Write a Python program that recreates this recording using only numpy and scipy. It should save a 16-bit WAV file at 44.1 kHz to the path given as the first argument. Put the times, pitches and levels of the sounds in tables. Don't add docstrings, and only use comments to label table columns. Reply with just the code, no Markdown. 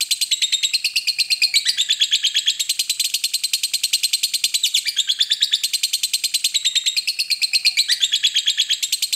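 import sys
import numpy as np
from scipy import signal
from scipy.fft import rfft, irfft
from scipy.io import wavfile
from scipy.ndimage import uniform_filter1d

SR = 44100
rng = np.random.default_rng(int(sys.argv[2]) if len(sys.argv) > 2 else 0)


def to_wav(sig):
    pcm = np.clip(np.atleast_2d(sig), -1, 1) * 32767
    pcm = np.round(pcm).astype(np.int16)
    wavfile.write(sys.argv[1], SR, pcm.T)


N = 403515

# (share of the lead-in [0-1], pitch [Hz], relative level [dB], overtone tilt [dB per octave])
CHIP = [(0, 2332, -1.5, -1.5), (.3, 2615, -2.4, 6), (.53, 4082, -2, -0.5), (.8, 2695, -3, 5.5),
        (1, 4908, 1.5, -1.5)]
SOFT_CHIP = [(0, 2100, -6.5, 1.5), (.43, 2160, 0, 3.5), (.57, 3830, -5.5, -6.5), (.8, 2514, 0.5, -4),
             (1, 4440, -4.5, -14)]
STEP = [(0, 2510, -0.5, -4), (.4, 2580, -2, 2.5), (.75, 2815, -0.5, -6.5), (.9, 3060, -6.5, 6),
        (1, 5070, 1.5, -8.5)]
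RISING_STEP = [(0, 2294, 5, 1.5), (.2, 2225, 1.5, -1), (.8, 2350, -2, 0.5), (1, 3740, 0, -2.5)]
LOW_STEP = [(0, 1537, -7, 1), (.42, 1960, 4.5, -2), (.9, 2030, -1, 4.5), (.96, 4300, -3, -6),
            (1, 4910, 8.5, -11.5)]
SCOOP = [(0, 1627, -14, -3), (.3, 1908, -2, -4), (.55, 2370, -4, -3), (.88, 2360, -5.5, 5.5),
         (1, 4730, 0, -12)]
ARCH = [(0, 1564, -10.5, 5.5), (.24, 1803, 0.5, -9.5), (.35, 3162, -6, -9.5), (.62, 3357, 1, -8),
        (.81, 3420, -1.5, -4), (.91, 2305, -1, -21.5), (1, 5170, -2.5, -26)]
FLAT_ARCH = [(0, 1533, -11, -1), (.24, 1680, -3.5, 0), (.35, 3297, -12.5, -2.5), (.79, 3510, -2, -4),
             (.88, 3690, -1, -21), (.92, 2510, -5.5, -7), (1, 3887, -4, 0)]
CLIMB = [(0, 1583, -9.5, 0), (.3, 1807, -3.5, -7.5), (.42, 3274, -7.5, -8), (.76, 3690, 2.5, -8.5),
         (.92, 4100, -7, -12), (1, 5360, -7.5, -10.5)]
FALL = [(0, 3975, -21, 3), (.24, 3634, 4, -5), (.5, 3046, -3.5, -1.5), (.75, 2660, 0.5, 3),
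        (.94, 2160, -4.5, 7.5), (1, 4530, -3, -5)]
SQUEAK = [(0, 2580, 0.0035, 4.4), (1, 4140, 0, 1.3)]
# (start of the lead-in [s], gesture [name], lead-in [s], pitch factor [ratio], relative level [dB])
CHIRPS = [(.0058, "chip", .012, 0.98, -10.5), (.1077, "chip", 0.012, 0.96, -9.5),
          (0.2106, "chip", .0133, .98, -10), (0.311, "soft chip", .0135, .99, -9.5),
          (0.4167, "soft chip", 0.014, .965, -9), (0.5221, "soft chip", 0.011, 0.96, -8.5),
          (0.628, "soft chip", 0.014, 0.98, -9.5), (0.7342, "step", 0.01, 0.96, -10),
          (0.843, "step", 0.013, 0.99, -10), (0.957, "step", 0.013, 0.99, -9.5),
          (1.0707, "step", 0.014, 0.97, -9), (1.1857, "step", 0.016, 0.95, -8.5),
          (1.3019, "step", 0.018, 0.96, -8), (1.4175, "step", 0.018, 0.97, -6),
          (1.5394, "rising step", 0.02, 1.02, -8.5), (1.6537, "low step", 0.04, 0.97, -11),
          (1.773, "flat arch", 0.04, 1.016, -8), (1.8872, "arch", 0.036, 1.01, -10),
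          (1.9979, "arch", .037, 1.007, -8.5), (2.1127, "arch", 0.039, 1, -9),
          (2.2287, "arch", 0.037, 0.99, -9), (2.3438, "arch", 0.039, 1.01, -10),
          (2.4602, "arch", 0.037, 1.013, -10), (2.594, "chip", 0.013, 0.88, -13),
          (2.6919, "chip", 0.011, 0.97, -10.5), (2.791, "chip", 0.011, 0.99, -10.5),
          (2.8945, "chip", 0.0094, .95, -11), (2.9951, "chip", 0.0096, 0.96, -12),
          (3.0412, "chip", 0.013, 1, -13.5), (3.098, "squeak", 0.0044, 0.77, -22.5),
          (3.1381, "chip", 0.011, 1.015, -11), (3.2373, "chip", 0.0097, .99, -10.5),
          (3.3351, "chip", 0.011, 0.98, -11), (3.4353, "chip", 0.0089, 0.97, -11),
          (3.5331, "chip", 0.0092, 1.005, -10), (3.6323, "chip", 0.01, 0.98, -11),
          (3.7349, "chip", 0.011, 0.98, -10.5), (3.8336, "chip", 0.01, 0.98, -10.5),
          (3.9296, "chip", 0.014, 0.98, -8.5), (4.0314, "chip", 0.013, 0.98, -9.5),
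          (4.1302, "chip", .01, .98, -8.5), (4.2305, "chip", 0.012, 1.01, -9.5),
          (4.3356, "chip", 0.011, 0.98, -10), (4.4375, "chip", 0.011, .98, -9.5),
          (4.5395, "chip", 0.012, 0.95, -10), (4.6301, "fall", 0.038, 1.04, -11.5),
          (4.7385, "fall", 0.041, .99, -11.5), (4.8537, "scoop", .0306, 1.01, -9.5),
          (4.9639, "flat arch", 0.036, 1.005, -8), (5.0747, "climb", 0.039, .935, -10),
          (5.1886, "climb", 0.036, 1.023, -8), (5.2996, "climb", 0.03, 1.03, -8.5),
          (5.4064, "climb", 0.033, 1.026, -7.5), (5.5155, "climb", 0.035, 1.02, -9),
          (5.634, "chip", 0.012, 0.98, -11), (5.733, "chip", 0.012, 0.97, -10),
          (5.8315, "chip", 0.011, 0.99, -9.5), (5.9303, "chip", 0.013, 0.99, -11.5),
          (6.0314, "chip", 0.01, .965, -11.5), (6.1337, "chip", 0.011, 0.99, -10.5)]
SONG_S = 6.23093
ROUNDS = (0, SONG_S)


def gain_of(db):
    return 10 ** (np.asarray(db) / 20)


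def evened(x):
    return x / np.sqrt(np.mean(x ** 2) + 1e-20)


def read(points, hz, axis=1):
    columns = np.transpose(points)
    return np.interp(np.log(hz + 1), np.log(columns[0] + 1), columns[axis])


def add(mix, s, sound):
    part = mix[max(round(s * SR), 0):][:len(sound)]
    part += sound[:len(part)]


def noise(spectrum):
    white = rfft(rng.standard_normal(N))
    hz = np.fft.rfftfreq(N, 1 / SR)
    return irfft(white * gain_of(read(spectrum, hz)), N)


def waver(size, hz):
    white = rfft(rng.standard_normal(size))
    lowpass = np.exp(-(np.fft.rfftfreq(size, 1 / SR) / hz) ** 2)
    return evened(irfft(white * lowpass, size))


def gesture(name, lead):
    repertoire = {"chip": (CHIP, 0.016, 4230, -1800, -1.66, 460, 2.87),
                  "soft chip": (SOFT_CHIP, 0.017, 3920, -5000, 0.73, 190, -1.8),
                  "step": (STEP, .018, 4480, -9500, 2.2, 430, -3),
                  "rising step": (RISING_STEP, 0.027, 3760, 25200, 0.56, 120, -3.8),
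                  "low step": (LOW_STEP, .012, 5050, -52000, 4.1, 530, -2.3),
                  "scoop": (SCOOP, 0.012, 4850, -45000, 4, 800, 0),
                  "arch": (ARCH, 0.01, 3760, -6000, 0, 200, -1.1),
                  "flat arch": (FLAT_ARCH, 0.0085, 3660, -1000, -1, 340, -1.7),
                  "climb": (CLIMB, 0.0083, 4400, -10000, 0, 250, -2.8),
                  "fall": (FALL, .011, 4230, -5000, 0, 590, 2.6),
                  "squeak": (SQUEAK, .001, 5500, -3000, -11, 500, 2)}
    settle_s, release_s, release_db = 0.00255, 0.01, -36
    lead_in, hold, rest_hz, slide, finish_db, droop, finish_tilt = repertoire[name]
    share, *controls = np.transpose(lead_in)
    t = np.arange(-lead, hold + release_s, 1 / SR)
    after = np.maximum(t, 0)
    settled = 1 - np.exp(-after / settle_s)
    finish = (rest_hz + slide * after, finish_db - droop * after, finish_tilt)
    hz, db, tilt = [(1 - settled) * np.interp(1 + t / lead, share, early) + settled * late
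                    for early, late in zip(controls, finish)]
    release = release_db * np.maximum(t - hold, 0) / release_s
    return t, hz, db + release, tilt


def chirp(row, jitter=0.0033, flick_jitter=0.021, flick_s=0.013, shimmer_db=1.0, edge_s=0.00136,
          stray=0.019, accent_db=1.32):
    # (multiple of the pitch [ratio], relative level [dB])
    partials = [(1, 0), (2, -6.5), (3, -17.5), (4, -20.5), (5, -25.5), (6, -44)]
    # (frequency [Hz], gain [dB])
    throat = [(1600, -16.5), (2200, -10.5), (3000, 0), (4000, -0.5), (5000, -5), (6000, -2.5), (7000, 0.5),
              (8000, 3), (9000, -9.5), (10500, -1), (12200, -4), (13500, 2), (15500, -24)]
    usual_db = -10
    rounding = 0.42
    lead_dip = 0.0072

    start, name, lead, transpose, level_db = row
    t, hz, db, press = gesture(name, lead)
    before_flick = t < 0
    shimmer = shimmer_db * waver(size=4096, hz=602)[:len(t)]
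    onset = np.clip((t + lead) / edge_s, 0, 1)
    level = gain_of(level_db + db + shimmer) * onset

    shake_depth = jitter + flick_jitter * np.exp(-(t / flick_s) ** 2)
    shake = shake_depth * waver(size=4096, hz=880)[:len(t)]
    shake += stray * waver(size=4096, hz=119.9)[:len(t)] * before_flick
    level *= gain_of(accent_db * waver(size=4096, hz=119.4)[:len(t)] * before_flick)

    effort = max(level_db - usual_db, -2)
    pitch = transpose * hz * (1 + shake) * (1 - lead_dip * effort * before_flick)
    phase = 2 * np.pi * np.cumsum(pitch) / SR
    tilt_db = press - rounding * effort
    tone = np.zeros(len(t))
    for k, (_, partial_db) in enumerate(partials, 1):
        audible = np.clip((SR / 2 - k * pitch) / 4000, 0, 1)
        overtone_db = partial_db + tilt_db * np.log2(k) + read(throat, k * pitch)
        tone += audible * gain_of(overtone_db) * np.sin(k * phase)
    return start, level * tone


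def voice(chirp_noise_db=-2):
    # (frequency [Hz], relative level [dB])
    chirp_noise = [(60, -28.5), (200, -22), (400, -26), (900, -25), (1500, -29), (2500, -28), (4500, -12),
                   (8000, -27), (11000, -25), (16000, -21)]
    song = np.zeros(N)
    for offset in ROUNDS:
        for row in CHIRPS:
            start, sound = chirp(row)
            add(song, offset + start, sound)
    slope = np.diff(song, prepend=0)
    sharpness = np.sqrt(abs(uniform_filter1d(slope ** 2, size=64)))
    return song + gain_of(chirp_noise_db) * sharpness * noise(chirp_noise)


def ticks(ahead_s=0.018, hz=1480, glide=0.28, length_s=0.00365, level_db=-48, spread_db=2.0, brief_s=0.014):
    out = np.zeros(N)
    t = np.arange(0, length_s, 1 / SR)
    for offset in ROUNDS:
        for start, _, lead, *_ in CHIRPS:
            size, pitch, late = rng.standard_normal(3)
            sweep = hz * (1 + .08 * pitch) * (1 + glide * (2 * t / length_s - 1))
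            tick = np.hanning(len(t)) * np.sin(2 * np.pi * np.cumsum(sweep) / SR)
            ahead = ahead_s * min(1, brief_s / lead)
            s = offset + start - ahead - length_s / 2 + 0.00087 * late
            add(out, s, gain_of(level_db + spread_db * size) * tick)
    return out


def room(x, first_s=0.0047, wall_s=0.05, wall_width_s=0.0076, wall_db=4):
    # (frequency [Hz], relative level [dB], 60 dB decay time [s])
    ring = [(200, -42, 0.53), (1810, -8, 1), (3220, -12.5, 0.99), (4770, -12, 0.67), (8700, -8, 0.64),
            (11600, -16, 0.41), (16000, -7, 0.23)]
    # (delay [s], gain [amplitude ratio])
    reflections = [(.0012, 0.1), (.0017, 0.18), (.0026, 0.066), (.0057, 0.094), (.0094, 0.2),
                   (0.0095, 0.044), (0.0108, 0.16), (0.0153, 0.21)]
    sparse = rng.standard_normal(SR) * (rng.random(SR) < .15)
    taps = sparse * (np.arange(SR) > first_s * SR)
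    hz, t, bands = signal.stft(evened(taps), SR, nperseg=256)
    t60 = read(ring, hz, axis=2)[:, None]
    wall_swell = gain_of(wall_db * np.exp(-((t - wall_s) / wall_width_s) ** 2))
    decay = wall_swell * np.exp(-np.log(1000) * t / t60)
    decay *= gain_of(read(ring, hz))[:, None] / np.sqrt(SR * np.mean(decay ** 2, axis=1, keepdims=True))
    response = signal.istft(bands * decay, SR, nperseg=256)[1]
    response[0] += 1
    for delay, gain in reflections:
        response[round(delay * SR)] += gain
    return signal.fftconvolve(x, response)[:N]


def far_tone(blur=0.0632):
    # (time in the round [s], pitch [Hz], level [dB])
    contour = [(.8, 660, -78), (1.0, 703, -72), (1.25, 720, -67), (1.5, 708, -63), (1.7, 720, -66),
               (1.85, 715, -71), (2.05, 620, -76), (2.3, 534, -81)]
    s, hz, db = np.transpose(contour)
    t = np.arange(s[0], s[-1], 1 / SR)
    pitch = np.interp(t, s, hz) * (1 + blur * waver(len(t), hz=40.6))
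    level = gain_of(np.interp(t, s, db)) * waver(len(t), hz=16.14)
    tone = level * np.sin(2 * np.pi * np.cumsum(pitch) / SR)
    out = np.zeros(N)
    for offset in ROUNDS:
        add(out, offset + s[0], tone)
    return out


def rumble(level_db=-70.5, swell_at_s=1.7, swell_width_s=.5, swell_db=3.5, waver_db=1.0,
           thump_db=-8, thump_s=0.007):
    # (frequency [Hz], relative density [dB per Hz])
    low_spectrum = [(25, -22), (60, -13), (140, -6.5), (220, -11.5), (400, -12), (1000, -54), (16000, -70)]
    # (time [s], level before thump_db [dB])
    thumps = [(3.737, -51), (3.932, -51), (4.234, -46), (4.336, -48), (4.441, -45), (4.636, -54),
              (4.988, -64), (7.309, -54.5)]
    t = np.arange(N) / SR
    swell = np.exp(-((t % SONG_S - swell_at_s) / swell_width_s) ** 2)
    level = gain_of(level_db + swell_db * swell + waver_db * waver(N, hz=12))
    age = t[:SR // 4] / thump_s
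    for s, db in thumps:
        add(level, s, gain_of(db + thump_db) * age * np.exp(1 - age))
    return level * evened(noise(low_spectrum))


def still_air(level_db=-53):
    # (frequency [Hz], relative density [dB per Hz])
    hush_spectrum = [(25, -27), (60, -13), (140, -4), (300, -9.5), (500, -14), (720, -8.5), (1000, -16),
                     (3000, -3), (16000, -11.5)]
    return gain_of(level_db) * evened(noise(hush_spectrum))


def scene(bird_db=-0.45):
    bird = gain_of(bird_db) * voice() + ticks()
    return (room(bird) + far_tone() + rumble() + still_air())[None]


def record(dry):
    lowpass = signal.firwin(401, 15700, window=("kaiser", 8), fs=SR)
    return signal.oaconvolve(dry, lowpass[None], "same", axes=1)


dry = scene()
out = record(dry)
to_wav(out)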